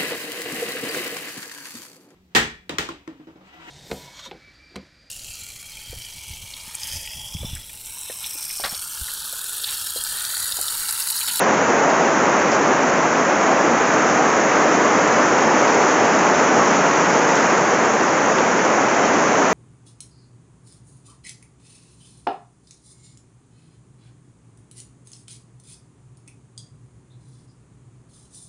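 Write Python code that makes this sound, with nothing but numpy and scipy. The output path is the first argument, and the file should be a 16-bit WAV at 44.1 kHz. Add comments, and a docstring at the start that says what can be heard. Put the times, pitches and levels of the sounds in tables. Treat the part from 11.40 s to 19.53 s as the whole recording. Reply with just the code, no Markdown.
"""A sheltered yard off a flooded street, in a downpour, heard through one small microphone.
Out in the street muddy water rushes past with a deep rumble, countless ringing bubbles and breaking
waves; heavy drops smack into it, and a faint hollow note swells and sinks. Rain hisses on the water
and the walls, loudest while the microphone faces the open gateway, where water piling up at the
foot of a ramp rumbles. Close to the microphone a few drips land and echo briefly off the walls."""
import sys
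import numpy as np
from scipy import signal
from scipy.fft import rfft, irfft
from scipy.io import wavfile
from scipy.ndimage import uniform_filter1d

SR = 44100
rng = np.random.default_rng(int(sys.argv[2]) if len(sys.argv) > 2 else 0)


def log_audio(samples):
    """Write samples as a 16-bit WAV file to the path given in sys.argv[1]."""
    # one column per channel
    frames = np.atleast_2d(samples).T
    # limit to full scale, then quantise
    limited = np.clip(frames, -1, 1)
    pcm = np.round(limited * 32767).astype(np.int16)
    wavfile.write(sys.argv[1], SR, pcm)


N = 358533

# spectrum of the deep churning: f/Hz, relative level/dB
CHURN_SPECTRUM = [(25, -43), (60, -39), (95, -19.5), (130, -10.5), (175, -4), (230, -0.5), (280, 0.3),
                  (400, -3.5), (600, -10), (1500, -50)]
# spectrum of the rushing surface: f/Hz, relative level/dB
RUSH_SPECTRUM = [(80, -46.5), (250, -12.5), (400, -1), (520, 1), (900, -0.5), (1400, -3.5), (2000, -8.5),
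                 (2600, -16.5), (3500, -29), (6000, -53)]
# how openly the microphone hears the water in the street: t/s, gain/dB
WATER_EXPOSURE = [(0.0, -1.44), (1.8, -1.5), (2.5, -1.1), (3.8, -0.4), (5.2, -0.36), (6.0, -0.8),
                  (6.4, -1.6), (7.2, -1.56), (8.13, -1.1)]
# spectrum of the rain, with a bright sizzle near the top: f/Hz, relative level/dB
RAIN_SPECTRUM = [(200, -28), (900, -4), (2000, 3), (2800, -2), (3600, -7.5), (4400, -8.5), (5100, -4.5),
                 (5900, 1.6), (6500, 3.5), (7000, 0), (7500, -11.5), (8200, -47.5)]
# how openly the microphone faces the gateway and the rain beyond: t/s, gain/dB (0 = fully open)
MIC_EXPOSURE = [(0.0, -3.5), (1.9, -3.5), (2.7, -2.0), (3.9, -1.8), (4.5, -1), (5.1, -1), (5.95, -1.2),
                (6.55, -2.5), (7.4, -2.7), (8.13, -1.7)]
# waves breaking in the current: crest t/s, length/s, level/dB, f/Hz, width/Hz
BREAKING_WAVES = [(0.55, 0.56, -21, 725, 420), (0.67, 0.2, -23, 340, 160), (1.2, 0.74, -25.5, 272, 150),
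                  (2.163, 0.62, -24.5, 680, 420), (2.62, 0.4, -28, 1340, 450), (2.837, 0.25, -20, 725, 240),
                  (4.02, 0.48, -25, 680, 420), (4.837, 0.22, -27, 1110, 400),
                  (5.158, 0.39, -24.5, 430, 350), (5.23, 0.2, -22, 1150, 260), (5.795, 0.32, -23, 585, 360),
                  (7.754, 0.43, -26.5, 304, 200)]
# drips near the microphone: t/s, slap peak level/dB, f/Hz, width/Hz, spray below peak/dB, spray decay/s
CLOSE_DRIPS = [(1.118, -14, 5600, 1300, 15, 0.023), (3.677, -15, 6900, 890, 19, .013),
               (4.273, -20, 5300, 2000, 12, .03), (4.419, -19, 3900, 3000, 12, .015),
               (4.652, -19, 6400, 1200, 12, 0.017), (4.888, -16, 5800, 2500, 21, .008),
               (4.943, -18, 4000, 2500, 17, .01), (5.741, -17, 6170, 1500, 23, .008),
               (5.893, -15, 3000, 4000, 18, .012), (5.954, -17.5, 6300, 1100, 10, .04),
               (5.974, -20, 3460, 900, 14, .013), (6.345, -16, 6450, 700, 21, .01),
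               (6.458, -16, 7140, 1200, 19, .01), (6.985, -13, 3400, 1900, 16, .013)]


def gain_of(db):
    """Decibels to amplitude."""
    return 10 ** (np.asarray(db) / 20)


def unit_rms(x):
    """Scales to rms 1."""
    return x / np.sqrt(np.mean(x ** 2) + 1e-20)


def fader(curve):
    """The gain at every sample of a curve of t/s, gain/dB."""
    s, db = np.transpose(curve)
    return gain_of(np.interp(np.arange(N) / SR, s, db))


def swell(crest_s, length_s):
    """A smooth rise from 0 to 1 and back."""
    return np.cos(np.pi * np.clip((np.arange(N) / SR - crest_s) / length_s, -.5, .5)) ** 2


def coloured(x, spectrum):
    """Filters x by a spectrum, interpolated on a log-frequency axis; rms 1."""
    hz, db = np.transpose(spectrum)
    bin_db = np.interp(np.log(np.fft.rfftfreq(N, 1 / SR) + 1), np.log(hz + 1), db)
    return unit_rms(irfft(rfft(x) * gain_of(bin_db), N))


def patchy_noise(spectrum, patch_s, patch_hz, patchy_db, size=1024):
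    """Noise whose level wanders in patches of time and frequency; rms 1."""
    hop = size // 4
    frames = signal.stft(rng.standard_normal(N), nperseg=size, noverlap=size - hop)[2]
    patches = uniform_filter1d(rng.standard_normal(frames.shape), max(1, round(patch_s * SR / hop)))
    patches = unit_rms(uniform_filter1d(patches, max(1, round(patch_hz * size / SR)), axis=0))
    noise = signal.istft(frames * gain_of(patchy_db * patches), nperseg=size, noverlap=size - hop)[1]
    return coloured(noise[:N], spectrum)


def noise_band(hz, width_hz):
    """Noise gathered round one resonance; rms 1."""
    b, a = signal.iirpeak(hz, hz / width_hz, fs=SR)
    return unit_rms(signal.filtfilt(b, a, rng.standard_normal(N)))


def impacts(per_s, spread_db):
    """A random train of clicks: many small, a few large."""
    size = gain_of(spread_db * np.minimum(rng.exponential(1, N), 4))
    return size * rng.choice([-1, 1], N) * (rng.random(N) < per_s / SR)


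def bubbles(low_hz, high_hz, per_s, cycles, glide, spread_db, count=32):
    """Air folded into the current: each bubble rings for a few cycles and rises in pitch."""
    out = np.zeros(N)
    for hz in np.geomspace(low_hz, high_hz, count):
        age = np.arange(int(5 * cycles * SR / hz)) * hz / SR / cycles  # in decay times
        ring = np.exp(-age) * np.sin(2 * np.pi * cycles * age * (1 + glide * age))
        out += np.sqrt(hz) * signal.oaconvolve(impacts(per_s / count, spread_db), ring)[:N]
    return unit_rms(out)


def heave(slow_hz, fast_hz, depth_db, count=20):
    """A gain that wanders at random, as turbulent water does."""
    t = np.arange(N) / SR
    rates_hz = np.geomspace(slow_hz, fast_hz, count)
    sway = sum(np.sin(2 * np.pi * (hz * t + rng.random())) for hz in rates_hz)
    return gain_of(depth_db * unit_rms(sway))


def floodwater(churn_db=-23.0, rush_db=-16.0, bubbles_db=-29.0):
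    """Out in the street, a deep, heaving churn under a rushing surface full of bubbles."""
    churn = patchy_noise(CHURN_SPECTRUM, patch_s=0.11, patch_hz=170, patchy_db=0.26)
    rush = patchy_noise(RUSH_SPECTRUM, patch_s=0.054, patch_hz=350, patchy_db=-0.02)
    froth = bubbles(low_hz=311.3, high_hz=1727, per_s=1200, cycles=4.5, glide=0.03, spread_db=2.0)
    churn *= heave(slow_hz=1.1, fast_hz=3.7, depth_db=0.56)
    water = gain_of(churn_db) * churn + gain_of(rush_db) * rush + gain_of(bubbles_db) * froth
    return fader(WATER_EXPOSURE) * water


def yard_echoes(x, t60_s, wet_db):
    """The walls round the microphone add a short tail of scattered echoes."""
    t = np.arange(SR // 2) / SR
    echoes = rng.standard_normal(len(t)) * (rng.random(len(t)) < 2000 / SR) * (t > .002)
    tail = echoes * np.exp(-np.log(1000) * t / t60_s)
    return x + gain_of(wet_db) * signal.oaconvolve(x, tail / np.linalg.norm(tail))[:N]


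def rain(hiss_db=-27.5, patter_db=-30.5):
    """Far drops merge into a hiss; those nearer the microphone patter as separate ticks."""
    hiss = patchy_noise(RAIN_SPECTRUM, patch_s=.05, patch_hz=700, patchy_db=1.0)
    ticks = yard_echoes(impacts(per_s=1100, spread_db=3.0), t60_s=0.038, wet_db=0.0)
    patter = coloured(ticks, RAIN_SPECTRUM)
    return fader(MIC_EXPOSURE) * (gain_of(hiss_db) * hiss + gain_of(patter_db) * patter)


def splashes(splash_db=-34.5):
    """Heavy drops smack into the flood as short, dull splats."""
    splats = bubbles(low_hz=1010, high_hz=2550, per_s=350, cycles=1.4, glide=0.02,
                     spread_db=1.5, count=16)
    return gain_of(splash_db) * fader(WATER_EXPOSURE) * splats


def breaking_waves():
    """Waves break out in the current, each a brief hollow swell of the roar."""
    return sum(gain_of(db) * swell(crest_s, length_s) * noise_band(hz, width_hz)
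               for crest_s, length_s, db, hz, width_hz in BREAKING_WAVES)


def hollow_drone(crest_s=3.07, length_s=4.6, hz=305, width_hz=25, drone_db=-29.0):
    """A faint hollow note swells out of the water's roar and sinks back."""
    return gain_of(drone_db) * swell(crest_s, length_s) * noise_band(hz, width_hz)


def close_drips():
    """Large drops slap down close to the microphone, each followed by its spray."""
    out = np.zeros(N)
    t = np.arange(SR // 5) / SR
    for start_s, db, hz, width_hz, spray_below_db, spray_s in CLOSE_DRIPS:
        slap = np.exp(-np.pi * width_hz * t) * np.sin(2 * np.pi * hz * t)
        fizz = signal.fftconvolve(rng.standard_normal(len(t)), slap)[:len(t)]  # in the slap's colour
        spray = unit_rms(fizz) * np.exp(-t / spray_s)
        drip = gain_of(db) * (slap / abs(slap).max() + gain_of(-spray_below_db) * spray)
        span = out[round(start_s * SR):][:len(drip)]
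        span += drip[:len(span)]
    return yard_echoes(out, t60_s=.2, wet_db=-7)


def gateway_rumble(crest_s=5.4, length_s=2.4, hz=172, width_hz=34, rumble_db=-35.0):
    """Water piling up at the foot of the ramp rumbles while the microphone faces it."""
    return gain_of(rumble_db) * swell(crest_s, length_s) * noise_band(hz, width_hz)


def scene():
    """Water and rain as they reach the one microphone in the yard, the same in both channels."""
    flood = floodwater() + breaking_waves() + gateway_rumble() + hollow_drone()
    downpour = rain() + splashes() + close_drips()
    return np.tile(flood + downpour, (2, 1))


def record(dry, bass_cut_hz=76, treble_cut_hz=7680):
    """The small microphone loses the deepest bass; a steep band limit cuts the top."""
    highpass = signal.butter(3, bass_cut_hz, "highpass", fs=SR, output="sos")
    lowpass = signal.firwin(511, treble_cut_hz, window=("kaiser", 9), fs=SR)
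    return signal.oaconvolve(signal.sosfilt(highpass, dry), lowpass[None], "same")


dry = scene()
out = record(dry)
log_audio(out)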